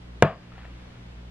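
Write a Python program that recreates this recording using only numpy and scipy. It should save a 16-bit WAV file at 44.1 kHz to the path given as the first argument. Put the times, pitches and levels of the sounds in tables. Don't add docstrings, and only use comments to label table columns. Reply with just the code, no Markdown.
import sys
import numpy as np
from scipy import signal
from scipy.fft import rfft, irfft
from scipy.io import wavfile
from scipy.ndimage import uniform_filter1d, map_coordinates

SR = 44100
rng = np.random.default_rng(int(sys.argv[2]) if len(sys.argv) > 2 else 0)


def persist_wave(psi):
    counts = np.round(np.clip(psi, -1, 1) * 32767).astype(np.int16)
    wavfile.write(sys.argv[1], SR, np.atleast_2d(counts).T)


def nominal_scale(level):
    x = np.asarray(level, float) / 20
    return 10 ** x


N = 57330

# multiple of the mains pitch, rms level in dB.
HUM_MULTIPLES = [(1, -49), (2, -52.5), (3, -54.5), (4, -61), (5, -65.5), (6, -78)]
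MAINS_HZ, HUM_FLICKER_DB = 59.82, 1.5
ROTOR_SLIP_HZ, ROTOR_DB, BEAT_PEAK_S = 1.98, -50, 0.7

# frequency in Hz, level in dB per Hz.
AIR_COLOUR = [(30, -6), (55, -0.5), (150, -6.5), (450, -13.5), (1100, -21), (3400, -26.5), (5500, -35),
              (14000, -51)]
AIR_DB, AIR_FLICKER_DB = -51, 0.3
AIR_WIDE_HZ, AIR_TOP_HZ = 700, 12700

# time in seconds, rustle level in dB.
HAND_PRESSURE = [
    (.3, -74.5),
    (.42, -59.5),
    (.5, -60.5),
    (.58, -54),
    (.66, -55.5),
    (.7, -62.5),
    (.97, -61.5),
    (1.08, -72),
    (1.3, -85.5),
]
GRAINS_PER_S, GRAIN_SPREAD_DB = 2500, 1.7
PAPER_LOW_HZ, PAPER_WIDTH_HZ = 500, 2710

# start in seconds, level in dB, pitch in Hz.
PAPER_TICKS = [(.52, -42, 1294), (.538, -62, 1300), (.579, -38.5, 765), (.581, -43, 1830),
               (.606, -47, 1880), (0.633, -45, 1520), (.652, -41, 700), (.653, -42.5, 1850),
               (.666, -54, 1900), (.683, -44.5, 500), (.87, -51, 600), (1.122, -50, 2660),
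               (1.231, -47, 600)]
TICK_T60_S, TICK_CLICK_DB = 0.02, -16

# start in seconds, level in dB, contact time in milliseconds.
BLOWS = [
    (0.2242, 0, 0.32),
    (0.2259, -8.5, 0.4),
    (0.2471, -11, 0.53),
]
FIRST_BLOW_S = BLOWS[0][0]

# pitch in Hz, level in dB, time to fade by 60 dB in seconds.
WOOD_MODES = [(367, -9, .025), (464, -1.5, 0.025), (510.4, -18, 0.086), (600, -13.5, 0.066),
              (683, -6, 0.049), (819, -13, 0.058), (922, -14, 0.066), (1050, -31.5, 0.053),
              (1443, -17, .06), (1597, -5.5, .016), (2058, -15, .015), (2360, -13, 0.021),
              (2830, -17, .015), (3400, -48, .01)]

# pitch in Hz, level in dB, time to fade by 60 dB in seconds.
BOOK_MODES = [(108.4, -25, 0.33), (154, -6.5, 0.18), (194.7, -7, 0.16), (274, -12.5, 0.033)]
BOOK_LATE_S, BOOK_PUSH_MS = 0.0065, 4.3

# centre in Hz, width in Hz, level in dB, time to fade by 60 dB in seconds.
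PAGE_SLAP = [(689, 93, -20, 0.22), (413, 660, -22, 0.23), (940, 990, -21, 0.24), (2550, 3700, -26.5, 0.26),
             (4900, 510, -41.5, 0.67)]
PAGE_DIP_MS, PAGE_DIP_DB = 0.26, -14
CRACK_DB, CRACK_HZ, CRACK_WIDTH_HZ, CRACK_T60_S = -14, 7740, 3200, 0.0055

ROOM_DB, ROOM_GAP_S = -22.5, 0.006
ROOM_T60_LOW_S, ROOM_T60_HIGH_S = 0.3, 0.26
ROOM_TOP_HZ, ROOM_SHARED_HZ = 3540, 2500

PORT_LAG_MS, KNOCK_PAN_DB = 0.062, 2.8
MIC_LOW_HZ, MIC_TOP_HZ = 95, 9900
DUCK_DB, DUCK_ATTACK_S, DUCK_RELEASE_S, CEILING = -5.5, 0.016, 0.14, 1.03


def band(x, hz, width_hz):
    centre = min(hz, 0.45 * SR)
    sharpness = max(hz / width_hz, 0.3)
    return signal.lfilter(*signal.iirpeak(centre, sharpness, fs=SR), x)


def decay(t60, seconds=0.5):
    t = np.arange(int(seconds * SR)) / SR
    return np.exp(-np.log(1000) * t / t60)


def ring(modes):
    t = np.arange(SR // 2) / SR
    return sum(nominal_scale(db) * np.sin(2 * np.pi * hz * t) * decay(t60) for hz, db, t60 in modes)


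def push(at_s, ms):
    progress = (np.arange(N) / SR - at_s) / (ms / 1000)
    touching = (progress > 0) & (progress < 1)
    force = np.where(touching, np.sin(np.pi * progress) ** 2, 0)
    return force / max(force.sum(), 1e-9)


def conv(a, b):
    return signal.fftconvolve(a, b)[:N]


def unit(x):
    return x / np.sqrt(np.mean(x ** 2))


def walk(rate):
    hold = int(SR / rate)
    steps = np.repeat(rng.standard_normal(N // hold + 1), hold)
    smooth = uniform_filter1d(uniform_filter1d(steps, hold), hold)
    return 2.0 * smooth[:N]


def noise_band(hz, width_hz):
    noise = rng.standard_normal(SR // 2)
    return unit(band(band(noise, hz, width_hz), hz, width_hz))


def hum():
    t = np.arange(N) / SR - BEAT_PEAK_S
    out = nominal_scale(ROTOR_DB) * np.cos(2 * np.pi * (MAINS_HZ - ROTOR_SLIP_HZ) * t)
    for multiple, db in HUM_MULTIPLES:
        upper = multiple > 1
        waver_db = upper * HUM_FLICKER_DB * walk(16)
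        cycles = multiple * MAINS_HZ * t + upper * rng.random()
        out = out + nominal_scale(db + waver_db) * np.cos(2 * np.pi * cycles)
    return np.sqrt(2) * out


def air():
    hz = np.maximum(np.arange(N // 2 + 1) * SR / N, 1)
    table = np.array(AIR_COLOUR)
    colour_db = np.interp(np.log(hz), np.log(table[:, 0]), table[:, 1])
    gain = nominal_scale(colour_db + np.where(hz > AIR_TOP_HZ, -25.0, 0))
    wide = hz / np.hypot(hz, AIR_WIDE_HZ) * nominal_scale(3.0)
    mid = irfft(rfft(rng.standard_normal(N)) * gain, N)
    side = irfft(rfft(rng.standard_normal(N)) * gain * wide, N)
    level = nominal_scale(AIR_DB + AIR_FLICKER_DB * walk(9)) / np.sqrt(np.mean(mid ** 2))
    return np.array([mid + side, mid - side]) * level


def room(x):
    tails = []
    for _ in range(2):
        noise = rng.standard_normal((2, SR // 2))
        low = signal.lfilter(*signal.butter(1, 900, fs=SR), noise[0]) * decay(ROOM_T60_LOW_S)
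        high = band(noise[1], ROOM_TOP_HZ / 2, ROOM_TOP_HZ) * decay(ROOM_T60_HIGH_S) * nominal_scale(3)
        tail = np.concatenate([np.zeros(int(ROOM_GAP_S * SR)), low + high])
        tails.append(conv(x, tail / np.sqrt(np.sum(tail ** 2))))
    left, right = tails
    low_shared = signal.lfilter(*signal.butter(1, ROOM_SHARED_HZ, fs=SR), left - right)
    return nominal_scale(ROOM_DB) * np.array([left, right + low_shared])


def rustle():
    slips = rng.random(N) < GRAINS_PER_S / SR
    grains = slips * rng.standard_normal(N) * nominal_scale(GRAIN_SPREAD_DB * rng.exponential(size=N))
    power = np.abs(conv(grains ** 2, decay(0.015)))
    smear = rng.standard_normal(N) * np.sqrt(power)
    edges_hz = [PAPER_LOW_HZ, PAPER_LOW_HZ + PAPER_WIDTH_HZ]
    edges = signal.butter(2, edges_hz, "band", fs=SR, output="sos")
    fibres = unit(signal.sosfilt(np.vstack([edges, edges]), smear))
    hand = np.array(HAND_PRESSURE)
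    return fibres * nominal_scale(np.interp(np.arange(N) / SR, hand[:, 0], hand[:, 1]))


def paper_ticks():
    out = np.zeros(N)
    for start_s, db, hz in PAPER_TICKS:
        click = rng.standard_normal(SR // 2) * decay(0.012) * nominal_scale(TICK_CLICK_DB)
        tick = ring([(hz, 0, TICK_T60_S)]) + click
        out = out + nominal_scale(db) * conv(push(start_s, 0.091), tick)
    return out


def book_thud():
    pushes = sum(nominal_scale(db) * push(s + BOOK_LATE_S, BOOK_PUSH_MS) for s, db, ms in BLOWS)
    return conv(pushes, ring(BOOK_MODES))


def air_crack():
    snap = noise_band(CRACK_HZ, CRACK_WIDTH_HZ) * decay(CRACK_T60_S)
    return nominal_scale(CRACK_DB) * conv(push(FIRST_BLOW_S - PAGE_DIP_MS / 1000, 0.039), snap)


def stamp():
    blows = sum(nominal_scale(db) * push(s, ms) for s, db, ms in BLOWS)
    blows = blows - nominal_scale(PAGE_DIP_DB) * push(FIRST_BLOW_S - PAGE_DIP_MS / 1000, 0.32)
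    pages = sum(nominal_scale(db) * noise_band(hz, width) * decay(t60) for hz, width, db, t60 in PAGE_SLAP)
    sound = conv(blows, ring(WOOD_MODES) + pages) + book_thud() + air_crack()
    return signal.lfilter(*signal.butter(2, MIC_LOW_HZ, "high", fs=SR), sound)


def scene():
    near = stamp() + rustle() + paper_ticks()
    late = map_coordinates(near, [np.arange(N) - PORT_LAG_MS * SR / 1000], mode="nearest")
    treble = late - signal.lfilter(*signal.butter(1, 300, fs=SR), late)
    left = late + (nominal_scale(KNOCK_PAN_DB) - 1) * treble
    return np.array([left, near]) + room(near) + hum() + air()


def band_limit(x):
    return signal.sosfilt(signal.butter(12, 15600, fs=SR, output="sos"), x)


def record(dry):
    since = np.arange(N) / SR - FIRST_BLOW_S
    onset = np.clip(since / DUCK_ATTACK_S, 0, 1)
    recovery = np.exp(-np.maximum(since, 0) / DUCK_RELEASE_S)
    x = dry * nominal_scale(DUCK_DB * onset * recovery) / CEILING
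    flattened = CEILING * x / (1 + np.abs(x) ** 8) ** (1 / 8)
    mix = signal.lfilter(*signal.butter(1, MIC_TOP_HZ, fs=SR), flattened)
    return band_limit(mix)


dry = scene()
out = record(dry)
persist_wave(out)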